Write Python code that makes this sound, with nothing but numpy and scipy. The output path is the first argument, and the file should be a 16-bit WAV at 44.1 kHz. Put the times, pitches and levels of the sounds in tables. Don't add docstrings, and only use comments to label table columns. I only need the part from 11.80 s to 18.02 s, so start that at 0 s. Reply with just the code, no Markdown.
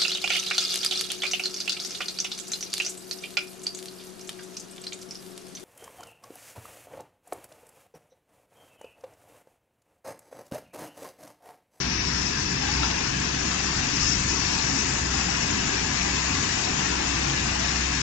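import sys
import numpy as np
from scipy import signal
from scipy.fft import rfft, irfft
from scipy.io import wavfile

SR = 44100
rng = np.random.default_rng(int(sys.argv[2]) if len(sys.argv) > 2 else 0)


def master(y):
    cut = np.clip(np.atleast_2d(y).T, -1, 1)
    pcm = np.round(cut * 32767)
    wavfile.write(sys.argv[1], SR, pcm.astype(np.int16))


N = 274302
T = np.arange(N) / SR
HZ = np.fft.rfftfreq(N, 1 / SR)

# frequency_hz, loss_db
RIGHT_SHADE = [(250, 0), (400, 1.5), (600, 2.2), (830, 7.2), (1300, 0), (1660, 5.5), (2280, 2.2),
               (2560, 7.5), (2950, 5.5), (3300, 8), (4200, 16), (5200, 25.5), (6500, 26), (7300, 38)]


def gain_of(db):
    return 10 ** (np.asarray(db) / 20)


def unit_rms(x):
    return x / np.sqrt(np.mean(np.atleast_2d(x)[0] ** 2) + 1e-20)


def spectrum(points):
    hz, value = np.transpose(points)
    return np.interp(np.log(HZ + 1), np.log(hz + 1), value)


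def curves(rows):
    times, *columns = np.transpose(rows)
    return [np.interp(T, times, column) for column in columns]


def resonance_db(modes):
    return sum(db / (1 + (2 * (HZ - hz) / width) ** 2) for hz, width, db in modes)


def drift(rate_hz):
    lowpass = np.exp(-(HZ / rate_hz) ** 2) * (HZ > 0)
    return unit_rms(irfft(rfft(rng.standard_normal(N)) * lowpass, N))


def swell(middle_s, length_s):
    return np.cos(np.pi * np.clip((T - middle_s) / length_s, -.5, .5))


def above(x, hz, order):
    return irfft(rfft(x) * (1 - 1 / (1 + (HZ / hz) ** order)), N)


def split(x, hz, order=8):
    high = above(x, hz, order)
    return unit_rms(x - high), unit_rms(high)


def ports(pair, colour_db):
    # frequency_hz, coherence
    likeness = [(100, 1), (300, .92), (500, .68), (780, .6), (930, .3), (1150, .48), (1500, .33),
                (2900, .18), (4000, .25), (5200, .46), (6400, .55), (7500, .08)]
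    # frequency_hz, left_lead_rad
    lead = [(0, 0), (40, 0), (90, .1), (180, .38), (300, 1), (570, 2.6), (800, 2.75), (1020, .7),
            (1200, 1.1), (1700, -.9), (2100, -2.6), (2700, -3), (3500, .2), (4400, 3.2), (5300, 6.3),
            (6200, 9.4), (7500, 14)]
    left, other = rfft(pair)
    coherence = np.clip(spectrum(likeness), 0, 1)
    shared = coherence * left * np.exp(-1j * spectrum(lead))
    right = (shared + np.sqrt(1 - coherence ** 2) * other) / gain_of(spectrum(RIGHT_SHADE))
    return irfft(np.array([left, right]) * gain_of(colour_db), N)


def wash():
    return rng.standard_normal((2, N))


def band(hz, width_hz):
    colour_db = -20 * np.log10(1 + (2 * (HZ - hz) / width_hz) ** 2)
    return unit_rms(ports(wash(), colour_db))


def impacts(per_s, spread_db, ring_s):
    sizes = gain_of(spread_db * np.minimum(rng.exponential(1, N), 4))
    hits = sizes * (rng.random(N) < per_s / SR)
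    power = signal.lfilter([1], [1, -np.exp(-2 / (ring_s * SR))], hits ** 2)
    return unit_rms(np.sqrt(power) * rng.standard_normal((2, N)))


def rhythm(lull_db, stroke_db):
    cycles_per_s, strokes_per_cycle = 1.207, 3
    handover_at_s, lull_s, stroke_at_s = 0.82, 0.06, 0.071
    wait_s = (handover_at_s - T) % (1 / cycles_per_s)
    stroke = np.cos(2 * np.pi * strokes_per_cycle * cycles_per_s * (T - stroke_at_s))
    return stroke_db * stroke - lull_db * np.exp(-wait_s / lull_s)


def flicker(x, depth_db, width_hz, hold_s):
    framing = dict(fs=SR, nperseg=1024, noverlap=768)
    hz, times, spectra = signal.stft(x, **framing)
    patches = rng.standard_normal((len(times), len(hz))).T
    for axis, span in enumerate([width_hz / hz[1], hold_s / times[1]]):
        count = patches.shape[axis]
        lowpass = np.exp(-(2 * span * np.fft.rfftfreq(count)) ** 2)
        patches = irfft(rfft(patches, axis=axis) * np.expand_dims(lowpass, 1 - axis), count, axis=axis)
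    patch_gain = gain_of(depth_db * patches / patches.std())
    return signal.istft(spectra * patch_gain, **framing)[1][:, :N]


def drive():
    # time_s, level_db
    hum = [(0, -37.5), (.25, -36.5), (.55, -40), (.71, -42.5), (.85, -37), (1, -30), (1.24, -43.5),
           (1.45, -37.5), (1.82, -40), (1.93, -35.5), (2.07, -50), (2.25, -36), (2.68, -39), (3.05, -43),
           (3.23, -33), (3.45, -38), (3.9, -41), (4.48, -34), (4.65, -46), (4.87, -45), (5.15, -35),
           (5.7, -36.5), (6.05, -33), (6.2, -34.5)]
    # time_s, pitch_hz
    speed = [(1.2, 64.5), (2.5, 65.3), (4.2, 64.6), (6.2, 64.3)]
    level_db, = curves(hum)
    pitch_hz, = curves(speed)
    return gain_of(level_db) * np.sqrt(2) * np.sin(2 * np.pi * np.cumsum(pitch_hz) / SR)


def whines():
    # pitch_hz, level_db
    tones = [(391.6, -50.5), (2012, -54), (2609, -51), (3456, -55), (5032, -49)]
    waver_hz, waver_db = 0.88, 2.2
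    out = np.zeros((2, N))
    for hz, db in tones:
        turns = np.cumsum(hz + waver_hz * drift(3.17)) / SR
        tone = np.sqrt(2) * gain_of(db + waver_db * drift(4.9)) * np.sin(2 * np.pi * turns)
        shade_db = np.interp(hz, HZ, spectrum(RIGHT_SHADE))
        out += [tone, tone / gain_of(shade_db)]
    return out


def rumble():
    # frequency_hz, relative_db
    colour = [(15, -21), (35, -4.5), (50, -3), (110, -2.5), (160, 1.5), (220, 0), (275, 2), (330, -1),
              (370, -5.5), (460, -6.5), (620, -22), (1200, -80)]
    # pitch_hz, width_hz, lift_db
    booms = [(91.3, 14, 7.7), (135.8, 8.8, 8.6), (184.7, 8.7, 4.4)]
    # time_s, level_db
    shake = [(0, -32.5), (1.55, -32), (1.78, -34), (1.95, -32), (2.5, -32), (2.73, -34), (2.9, -32),
             (3.55, -32), (4.1, -32), (4.65, -33), (4.84, -33.5), (4.98, -31), (5.3, -34), (5.65, -32),
             (6.2, -34)]
    level_db, = curves(shake)
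    return gain_of(level_db) * unit_rms(ports(wash(), spectrum(colour) + resonance_db(booms)))


def rubs():
    # middle_s, length_s, pitch_hz, width_hz, level_db
    drones = [(.3, .9, 980, 130, -44.5), (0.846, 0.13, 820, 130, -36), (1.05, 0.29, 880, 120, -35),
              (2.331, 0.93, 43.7, 12, -42.5), (2.452, 0.5, 126, 14, -40), (3.408, 0.19, 800, 160, -40),
              (3.77, 0.36, 221, 180, -34), (4.695, 0.51, 92, 9.1, -39.5), (5.38, 0.73, 328.5, 11, -36.5),
              (5.498, .9, 140, 16, -39)]
    return sum(gain_of(db) * swell(middle_s, length_s) * band(hz, width_hz)
               for middle_s, length_s, hz, width_hz, db in drones)


def carousel():
    # frequency_hz, relative_db
    colour = [(200, -16.5), (440, -9.5), (615, -6), (715, 0), (820, -1), (1100, 0), (1320, -4), (2200, -2),
              (3300, -4), (4300, -2), (5500, -15), (7000, -22), (9000, -54)]
    # pitch_hz, width_hz, lift_db
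    steel = [(910, 290, 1.7), (1688, 380, 6.6), (1970, 62, 1.1), (2648, 500, 6.4), (3740, 120, 2.9)]
    # time_s, base_db
    load = [(0, -35), (.795, -36), (.82, -34), (1.06, -33.5), (1.2, -34.5), (1.57, -34.5), (1.7, -33.5),
            (2.7, -33.5), (3.15, -33.5), (3.315, -35), (3.34, -33.5), (4.08, -33), (6.2, -33)]
    # time_s, base_db
    heavy_levels = [(0, -39.5), (.795, -38), (.82, -37), (1.1, -34.5), (1.25, -35.5), (1.57, -36.5),
                    (1.68, -35), (2.3, -37), (2.7, -35), (3.36, -35), (4.1, -35), (4.7, -33.5), (5.85, -34),
                    (6.2, -38)]
    light_lift_db, grain_db, flicker_db = 6, -10, 2.4
    heavy_db = curves(heavy_levels)[0] + rhythm(lull_db=0.5, stroke_db=0.3)
    light_db = curves(load)[0] + light_lift_db + rhythm(lull_db=1.5, stroke_db=0.07)
    colour_db = spectrum(colour) + resonance_db(steel)
    heavy = wash() + gain_of(grain_db) * impacts(per_s=95, spread_db=4.0, ring_s=0.014)
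    light = wash() + gain_of(grain_db) * impacts(per_s=110, spread_db=3.5, ring_s=0.008)
    heavy = flicker(ports(heavy, colour_db), flicker_db, width_hz=45, hold_s=0.042)
    light = flicker(ports(light, colour_db), flicker_db, width_hz=40, hold_s=0.039)
    low, _ = split(heavy, hz=1160)
    _, high = split(light, hz=1052)
    return gain_of(heavy_db) * low + gain_of(light_db) * high


def jets():
    # frequency_hz, relative_db
    colour = [(2500, -34), (4000, -19), (4450, 0.2), (4780, -2), (5020, 3.3), (5700, 4), (6050, 3),
              (6300, 0.5), (7050, 1.5), (7400, -7.5), (7850, -9), (8200, -22.5), (9500, -66)]
    # time_s, body_db, mist_db
    flow = [(0, -27.5, -36), (.19, -29, -39.5), (.25, -27.5, -33), (.75, -29, -31), (.95, -27, -30),
            (1.35, -31, -32.5), (2.1, -27.5, -32), (2.48, -28, -30), (2.68, -25, -31.5), (3.12, -28.3, -29),
            (3.3, -30.5, -32.5), (3.38, -28.5, -30.5), (4.1, -29.3, -33), (4.8, -29, -30.7),
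            (5.25, -30.5, -32), (6.2, -28, -32)]
    # middle_s, length_s, body_lift_db, mist_lift_db
    spurts = [(0.587, 0.039, 3.5, -1), (2.268, 0.24, 4.5, 3.5), (3.604, 0.11, 0.5, 2)]
    # time_s, lift_db, hiss_db
    top_end = [(1, -4.5, -58), (1.7, 0, -60), (2.9, 0, -67), (4.5, 1, -67), (5.1, 0, -59)]
    body_db, mist_db = curves(flow)
    top_lift_db, hiss_db = curves(top_end)
    for middle_s, length_s, body_lift_db, mist_lift_db in spurts:
        body_db += body_lift_db * swell(middle_s, length_s)
        mist_db += mist_lift_db * swell(middle_s, length_s)
    drops = wash() + gain_of(-8.0) * impacts(per_s=430, spread_db=1.5, ring_s=0.0016)
    spray = flicker(ports(drops, spectrum(colour)), depth_db=3.5, width_hz=44, hold_s=.03)
    body, mist = split(spray, hz=6145, order=30)
    mist += (gain_of(top_lift_db) - 1) * above(mist, hz=6270, order=50)
    top_hiss = band(hz=9000, width_hz=1700)
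    pulse = gain_of(rhythm(lull_db=1.6, stroke_db=0.01))
    return pulse * (gain_of(body_db) * body + gain_of(mist_db) * mist + gain_of(hiss_db) * top_hiss)


def knocks():
    # start_s, ring_db, pitch_hz, crack_db
    blows = [(0.838, -39, 1670, -45), (.888, -22.5, 830, -37), (0.951, -31, 1670, -34),
             (.997, -28, 890, -38), (1.031, -22, 1360, -18), (1.715, -25, 3850, -34),
             (2.035, -27.5, 863, -37), (2.795, -22, 4170, -32), (3.341, -23, 774, -38),
             (3.391, -25, 780, -44), (3.484, -20.5, 802, -38), (3.630, -26, 2170, -38),
             (4.284, -27, 1660, -42), (4.839, -20, 3840, -38), (4.951, -33, 2700, -28),
             (5.245, -31, 1570, -35), (5.498, -23, 3250, -28), (5.758, -24, 843, -47),
             (5.845, -24, 2550, -26)]
    # frequency_hz, relative_db
    colour = [(150, -11), (450, -2), (950, 2), (1600, 3), (2100, -12), (3800, 4), (6000, -23),
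              (9000, -48.5)]
    frame_modes = [820, 1030, 1344, 1700]
    attack_s, crack_s, ring_at_1khz_s = 0.0004, 0.0075, 0.012
    frame_s, frame_relative_db = .018, -12
    crack_envelope, frame_envelope, rings = np.zeros(N), np.zeros(N), np.zeros((2, N))
    for start_s, ring_db, hz, crack_db in blows:
        age = np.maximum(T - start_s, 0)
        rise = 1 - np.exp(-age / attack_s)
        crack_envelope += gain_of(crack_db) * rise * np.exp(-age / crack_s)
        frame_envelope += gain_of(crack_db + frame_relative_db) * rise * np.exp(-age / frame_s)
        ring_s = ring_at_1khz_s * np.sqrt(1000 / hz)
        phase = 2 * np.pi * hz * age
        rings += gain_of(ring_db) * rise * np.exp(-age / ring_s) * np.array([np.sin(phase), np.cos(phase)])
    frame = unit_rms(sum(band(hz, width_hz=140) for hz in frame_modes))
    crack = unit_rms(ports(wash(), spectrum(colour)))
    return crack_envelope * crack + frame_envelope * frame + ports(rings, colour_db=0)


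def scene():
    return drive() + whines() + rumble() + rubs() + carousel() + jets() + knocks()


def record(dry):
    edge_hz = 9700
    faded = dry * signal.windows.tukey(N, .001)
    lowpass = signal.firwin(511, edge_hz, window=("kaiser", 9), fs=SR)
    return signal.oaconvolve(faded, lowpass[None], "same")


dry = scene()
out = record(dry)
master(out)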